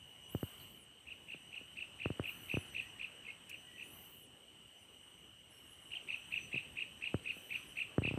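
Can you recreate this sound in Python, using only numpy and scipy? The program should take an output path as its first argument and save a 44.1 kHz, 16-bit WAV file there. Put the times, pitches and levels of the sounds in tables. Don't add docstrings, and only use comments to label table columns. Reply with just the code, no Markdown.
import sys
import numpy as np
from scipy import signal
from scipy.io import wavfile
from scipy.ndimage import uniform_filter1d, map_coordinates

SR = 44100
rng = np.random.default_rng(int(sys.argv[2]) if len(sys.argv) > 2 else 0)


def materialize(psi):
    bounded = np.clip(np.atleast_2d(psi).T, -1, 1)
    quanta = np.round(bounded * 32767).astype(np.int16)
    wavfile.write(sys.argv[1], SR, quanta)


N = 360738
T = np.arange(N) / SR


def amp(db):
    return 10 ** (np.asarray(db) / 20)


def unit(x):
    return x / np.sqrt(np.mean(x ** 2) + 1e-20)


def follow(rows, t):
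    times, *columns = np.transpose(rows)
    return [np.interp(t, times, column) for column in columns]


def read_spectrum(points, hz):
    point_hz, value = np.transpose(points)
    return np.interp(np.log(hz + 1), np.log(point_hz + 1), value)


def add(mix, start_s, sound):
    start = round(start_s * SR)
    sound = sound[max(-start, 0):]
    part = mix[max(start, 0):][:len(sound)]
    part += sound[:len(part)]


def tone(hz):
    return np.sin(2 * np.pi * (np.cumsum(hz) / SR + rng.random()))


def wander(t, per_s):
    knots = rng.standard_normal(2 ** 13)
    return map_coordinates(knots, [(t - t[0]) * per_s], order=2, mode="wrap")


def noise(gain, patchy_db):
    hz = np.fft.rfftfreq(2048, 1 / SR)
    real, imag, patches = rng.standard_normal((3, len(hz), N // 512 + 5))
    patches = uniform_filter1d(patches, size=20, axis=0)
    patches = unit(uniform_filter1d(patches, size=8, axis=1))
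    spectrum = (real + 1j * imag) * gain(hz)[:, None] * amp(patchy_db * patches)
    return unit(signal.istft(spectrum, nperseg=2048, noverlap=1536)[1][:N])


# frequency_hz, t60_s
BANK_DECAY = [(200, 0.25), (2600, 0.49), (5000, 0.66), (12000, 0.22)]

def bank_echo(dry, early_db, early_s):
    reflections = rng.standard_normal(SR) * (rng.random(SR) < 1 / 10)
    hz, t, spectrum = signal.stft(reflections, SR, nperseg=256)
    tail = amp(-60 * t / read_spectrum(BANK_DECAY, hz)[:, None])
    flurry = amp(early_db) * np.exp(-t / early_s)
    impulse = signal.istft(spectrum * (tail + flurry), SR)[1]
    return signal.fftconvolve(dry, impulse / np.linalg.norm(impulse))[:N]


# frequency_hz, gain_db
AIR_SPECTRUM = [(20, -29), (42, -45), (65, 2.5), (110, 2), (300, -2.5), (600, -7.5), (1200, -11),
                (2400, -11), (3600, -22), (5000, -25.5), (10000, -36.5), (13200, -37), (15500, -55)]
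# time_s, gain_db
AIR_RIDE = [(0.0, -74.5), (0.55, -69.5), (0.84, -75), (1.93, -71.5), (2.25, -68), (3.8, -72.5),
            (4.01, -68.5), (4.21, -74), (5.38, -75), (6.06, -71), (7.93, -70), (8.18, -65)]

def air():
    wash = noise(lambda hz: amp(read_spectrum(AIR_SPECTRUM, hz)), patchy_db=2.22)
    return amp(follow(AIR_RIDE, T)[0] + 8.5) * wash


# pitch_hz, strokes_per_s, gain_db
TRILL_VOICES = [(2862, 28, -2), (2945, 56, -1), (3005, 57, -1), (3055, 56, -4)]
# time_s, gain_db
TRILL_RIDE = [(0.0, -57.5), (1.07, -65.5), (2.12, -59), (4.67, -64), (5.1, -65.5), (5.72, -62.5),
              (6.15, -64), (8.07, -67.5), (8.18, -71)]

def cricket_trill():
    trill = np.zeros(N)
    for hz, strokes_per_s, db in TRILL_VOICES:
        stroke_phase = np.cumsum(strokes_per_s * (1 + 0.0175 * wander(T, per_s=6))) / SR % 1
        pitch = hz * (1 + .002 * wander(T, per_s=9) - .012 * (stroke_phase - .5))
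        pulses = np.sin(np.pi * stroke_phase) ** 2
        trill += amp(db + 2 * wander(T, per_s=5.8)) * pulses * tone(pitch)
    distant = trill + bank_echo(trill, early_db=19, early_s=0.0019)
    return amp(follow(TRILL_RIDE, T)[0] - 2.0) * unit(distant)


# start_s, length_s, start_pitch_hz, gain_db
LONG_NOTES = [(-.2, 0.69, 3034, -80.5), (1.032, 0.71, 3010, -81), (2.272, 0.7, 3023, -76),
              (3.496, 0.63, 3023, -77.5), (4.677, 0.79, 3030, -82), (5.982, 0.58, 3047, -74.5),
              (7.271, .62, 3003, -74.5)]
# pitch_ratio, gain_db
LONG_NOTE_STRANDS = [(1, 0), (1.034, -10)]
# harmonic_number, gain_db
LONG_NOTE_HARMONICS = [(1, 11), (2, 3.5), (3, 2.5), (4, -1)]

def cricket_long_notes(waver_db=4.5):
    out = np.zeros(N)
    for start_s, length_s, hz, db in LONG_NOTES:
        t = np.arange(0, length_s, 1 / SR)
        for ratio, strand_db in LONG_NOTE_STRANDS:
            pitch = ratio * hz * (1 - 0.02 * t / length_s + 0.00084 * wander(t, per_s=76))
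            strand = sum(amp(harmonic_db + waver_db * wander(t, per_s=19.5)) * tone(round(k) * pitch)
                         for k, harmonic_db in LONG_NOTE_HARMONICS)
            add(out, start_s, amp(db + strand_db - 3.0) * strand * signal.windows.tukey(len(t), .3))
    return out


# centre_hz, width_hz, gain_db
CHORUS_BANDS = [(2977, 114, -1.5), (2926, 340, -11), (3730, 450, -26), (5950, 270, -22.5), (6990, 240, -29),
                (8300, 100, -13.5), (8330, 540, -15.5), (11690, 360, -23), (14500, 360, -33)]
# time_s, gain_db
CHORUS_RIDE = [(0, -74), (.55, -66.5), (.9, -73.5), (2.4, -68), (4.4, -72), (5.3, -73), (6.4, -68),
               (8.18, -68.5)]

def insect_chorus(swell_db=2, swell_s=0.49):
    def bands(hz):
        return np.sqrt(sum(amp(db) ** 2 * np.exp(-((hz - centre_hz) / width_hz) ** 2)
                           for centre_hz, width_hz, db in CHORUS_BANDS))
    hiss = noise(bands, patchy_db=1.4)
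    swell = sum(np.exp(-((T - start_s - length_s / 2) / swell_s) ** 2)
                for start_s, length_s, _, _ in LONG_NOTES)
    return amp(follow(CHORUS_RIDE, T)[0] + swell_db * swell + 7.0) * hiss


BUZZ_REST_HZ = 8100

def buzz_contour(t, length_s, climb_s, top_hz, sag_hz, fade_db, fall_s=.1, build_s=.1):
    lift = np.clip(np.minimum(t / climb_s, (length_s - t) / fall_s), 0, 1)
    held = np.clip((t - climb_s) / (length_s - climb_s - fall_s), 0, 1)
    hz = BUZZ_REST_HZ + lift * (top_hz - sag_hz * held - BUZZ_REST_HZ)
    low_pitch_db = -2.5 * (1 - lift)
    attack_db = -5 * np.clip(1 - t / build_s, 0, 1)
    return hz, low_pitch_db + attack_db + fade_db * held


def buzz_squeaks(hz, length_s, per_s=1600, squeak_s=0.024, spread=0.13):
    cloud = np.zeros(len(hz))
    ramp = np.linspace(-.5, .5, round(squeak_s * SR))
    count = round(per_s * length_s)
    centres = rng.integers(0, len(hz), count)
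    for centre, (detune, slide, size) in zip(centres, rng.standard_normal((count, 3))):
        pitch = hz[centre] * (1 + spread * detune + 0.057 * slide * ramp)
        add(cloud, centre / SR - squeak_s / 2, amp(4 * size) * np.hanning(len(ramp)) * tone(pitch))
    return cloud


# start_s, length_s, climb_s, top_hz, sag_hz, gain_db, fade_db, fray_share_at_top
BUZZ_PHRASES = [(0.275, .59, 0.065, 13640, 1397, -62.5, -7.5, 0.26),
                (2.217, 0.5, 0.06, 13300, 2399, -64, -3.5, 0.35),
                (3.806, .48, 0.17, 12830, -300, -63.5, -3.5, 0.74),
                (5.475, 0.52, 0.061, 11680, 1102.5, -73, -1, 0.2),
                (7.277, 0.56, 0.12, 12900, 2597, -69, -6, 0.4)]
# pitch_ratio, gain_db
BUZZ_STRANDS = [(.72, 8), (0.828, 5), (.93, 0), (1, 22), (1.07, -3), (1.16, 1), (1.28, -2), (1.48, 8)]

def high_buzz(sway=0.023):
    out = np.zeros(N)
    for start_s, length_s, climb_s, top_hz, sag_hz, db, fade_db, top_fray in BUZZ_PHRASES:
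        t = np.arange(0, length_s, 1 / SR)
        hz, shape_db = buzz_contour(t, length_s, climb_s, top_hz, sag_hz, fade_db)
        clear = np.zeros(len(t))
        for ratio, strand_db in BUZZ_STRANDS:
            pitch = ratio * hz * (1 + sway * wander(t, per_s=24) + .003 * wander(t, per_s=700))
            flicker_db = 5 * wander(t, per_s=25) + 2 * wander(t, per_s=200)
            clear += amp(strand_db + flicker_db) * tone(pitch)
        fray = np.clip(top_fray * (hz - BUZZ_REST_HZ) / (top_hz - BUZZ_REST_HZ), 0, 1)
        phrase = np.sqrt(1 - fray) * unit(clear) + np.sqrt(fray) * unit(buzz_squeaks(hz, length_s))
        add(out, start_s, amp(db + shape_db + 1.9) * phrase * signal.windows.tukey(len(t), .1))
    return out


# start_s, gain_db, hardness_0_to_1
GEAR_KNOCKS = [(.349, -24, 0.15), (0.4301, -26, 0.4), (1.345, -45, 1), (1.612, -49, 0.2),
               (2.0581, -24.5, 1), (2.103, -27, 0.2), (2.1965, -25.5, 0.96), (2.5408, -26.5, 0.05),
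               (2.5708, -24, 0.44), (6.542, -36, 0), (6.558, -38, 0), (7.1433, -21.5, 0.5),
               (7.367, -48, 0.8), (7.9818, -17.5, 0.43), (8.0196, -29, .25), (8.0504, -28.5, 0.14),
               (8.0764, -29, 0), (8.1111, -29, 0), (8.14, -28, 0), (8.175, -27, 0.1)]

def gear_knocks(ring_hz=84, ring_s=0.0082, rise_s=0.00027, glide_s=0.0026, sag_hz=40, sag_s=0.009,
                tick_hz=1200, tick_s=0.00029, firm_db=-30, light_hz_per_db=4.5):
    out, t = np.zeros(N), np.arange(SR // 10) / SR
    contact = np.exp(-(t / glide_s) ** 2)
    envelope = (0.94 * np.exp(-t / ring_s) + 0.027 * contact) * (1 - np.exp(-t / rise_s))
    tick = np.sin(2 * np.pi * tick_hz * t) * t / tick_s * np.exp(1 - t / tick_s)
    for start_s, db, hardness in GEAR_KNOCKS:
        settled_hz = ring_hz + light_hz_per_db * max(firm_db - db, 0)
        glide_hz = (230 + 150 * hardness) * contact
        cycles = np.cumsum(settled_hz + sag_hz * np.exp(-t / sag_s) + glide_hz) / SR
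        body = np.sin(2 * np.pi * (cycles + .14)) * envelope
        add(out, start_s, amp(db) * (body + amp(-6) * hardness * tick))
    dull = signal.sosfilt(signal.butter(N=3, Wn=[42, 2100], btype="band", fs=SR, output="sos"), out)
    return dull + amp(-15) * bank_echo(dull, early_db=25, early_s=0.0088)


# start_s, length_s, start_hz, middle_hz, end_hz, gain_db
BIRD_WHISTLES = [(0.589, 0.03, 4830, 4120, 4020, -63), (2.803, 0.095, 1760, 1920, 1980, -62),
                 (3.272, 0.03, 2130, 2217, 2160, -48), (3.626, 0.26, 1940, 1944, 1935, -63.5),
                 (5.495, 0.12, 5250, 5580, 5560, -76), (5.628, .017, 5000, 5600, 6230, -73),
                 (5.643, .077, 6450, 6500, 6700, -78), (7.626, 0.11, 4870, 5040, 5100, -83)]

def far_bird_whistles():
    out = np.zeros(N)
    for start_s, length_s, *pitches, db in BIRD_WHISTLES:
        t = np.arange(0, length_s, 1 / SR)
        hz = np.interp(t / length_s, [0, .5, 1], pitches) * (1 + 0.015 * wander(t, per_s=160))
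        add(out, start_s, amp(db) * tone(hz) * signal.windows.tukey(len(t), .6))
    return amp(-5) * out + amp(-1.5) * bank_echo(out, early_db=10, early_s=.015)


# start_s, gain_db, first_top_hz, second_note_delay_s
DOUBLE_CHIRPS = [(1.067, -49, 2900, 0.035), (1.283, -47, 2890, 0.033), (1.524, -46.5, 2880, 0.033),
                 (1.768, -44, 2860, .036), (1.998, -43, 2850, 0.034), (2.237, -42.5, 2840, 0.035),
                 (2.494, -40, 2840, 0.036), (2.745, -40.5, 2850, .033), (2.993, -43.5, 2830, 0.032),
                 (3.247, -48.5, 2830, 0.036), (3.494, -49, 2840, 0.029), (3.777, -48.5, 2840, 0.028),
                 (5.9145, -42.5, 3150, .035), (6.084, -40, 2830, 0.039), (6.32, -38.5, 2830, .036),
                 (6.526, -38.5, 2820, 0.032), (6.768, -40.5, 2840, 0.034), (7.02, -40.5, 2810, 0.033),
                 (7.2549, -40.5, 2780, 0.031), (7.504, -40.5, 2750, 0.034), (7.768, -39, 2780, 0.031),
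                 (8.034, -37.5, 2840, 0.033)]

def chirp_notes(second_rise=0.0421, full_db=-38):
    for start_s, db, top_hz, delay_s in DOUBLE_CHIRPS:
        first_db = db - 1 + .3 * (db - full_db)
        yield start_s, first_db, top_hz
        yield start_s + delay_s, db, top_hz * (1 + second_rise)


# share_of_length, ratio_to_top_pitch, gain_db
NOTE_ARCH = [(-.02, .68, -17), (.09, .78, -6), (.24, .92, 3), (.48, 1.0, -5), (.62, .97, -3), (.86, .89, 7),
             (.96, .81, 1), (1.04, .68, -17)]
# share_of_length, pitch_hz, gain_db
FLICK_CONTOUR = [(0, 2400, -17), (.3, 2650, -8), (.55, 3200, -11), (.8, 3850, -15), (1, 4300, -22)]
# pitch_ratio, gain_db
FLICK_STRANDS = [(1.03, -3), (.9, -2), (.72, -9)]

def bird_chirps(note_s=.0255, flick_s=.015, lead_s=.012, trail_db=-1):
    arches, flicks = np.zeros((2, N))
    note_t = np.arange(NOTE_ARCH[0][0] * note_s, NOTE_ARCH[-1][0] * note_s, 1 / SR)
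    bend, arch_db = follow(NOTE_ARCH, note_t / note_s)
    flick_t = np.arange(0, flick_s, 1 / SR)
    flick_hz, flick_db = follow(FLICK_CONTOUR, flick_t / flick_s)
    flick_envelope = amp(flick_db - 4) * signal.windows.tukey(len(flick_t), .2)
    for start_s, db, top_hz in chirp_notes():
        hz = top_hz * bend * (1 + 0.013 * wander(note_t, per_s=513))
        add(arches, start_s + note_t[0], amp(db + arch_db) * tone(hz))
        for offset_s, direction, trim_db in [(-lead_s, 1, 0), (note_s - .002, -1, trail_db)]:
            rasp = sum(amp(strand_db) * tone(ratio * flick_hz * (1 + .065 * wander(flick_t, per_s=800)))
                       for ratio, strand_db in FLICK_STRANDS)
            flick = amp(db + trim_db) * flick_envelope * rasp
            add(flicks, start_s + offset_s, flick[::direction])
    echo = amp(-4.5) * bank_echo(arches + 1.5 * flicks, early_db=7, early_s=.017)
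    return amp(1.06) * (arches + flicks + echo)


# start_s, gain_db
DRY_TICKS = [(3.495, -53), (3.7, -80)]

def dry_ticks(decay_s=0.008, centre_hz=9500, width_hz=6000):
    out, t = np.zeros(N), np.arange(SR // 10) / SR
    hiss = noise(lambda hz: np.exp(-((hz - centre_hz) / width_hz) ** 2), patchy_db=0)[:len(t)]
    for start_s, db in DRY_TICKS:
        add(out, start_s, amp(db + 1.5) * hiss * np.exp(-t / decay_s))
    return out


def scene():
    bed = air() + insect_chorus() + cricket_trill() + cricket_long_notes()
    events = high_buzz() + bird_chirps() + far_bird_whistles() + gear_knocks() + dry_ticks()
    return (bed + events)[None]


def record(dry):
    high_pass = signal.butter(N=2, Wn=42, btype="high", fs=SR, output="sos")
    low_pass = signal.firwin(511, cutoff=15500, window=("kaiser", 9), fs=SR)
    return signal.oaconvolve(signal.sosfilt(high_pass, dry), low_pass[None], "same")


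dry = scene()
out = record(dry)
materialize(out)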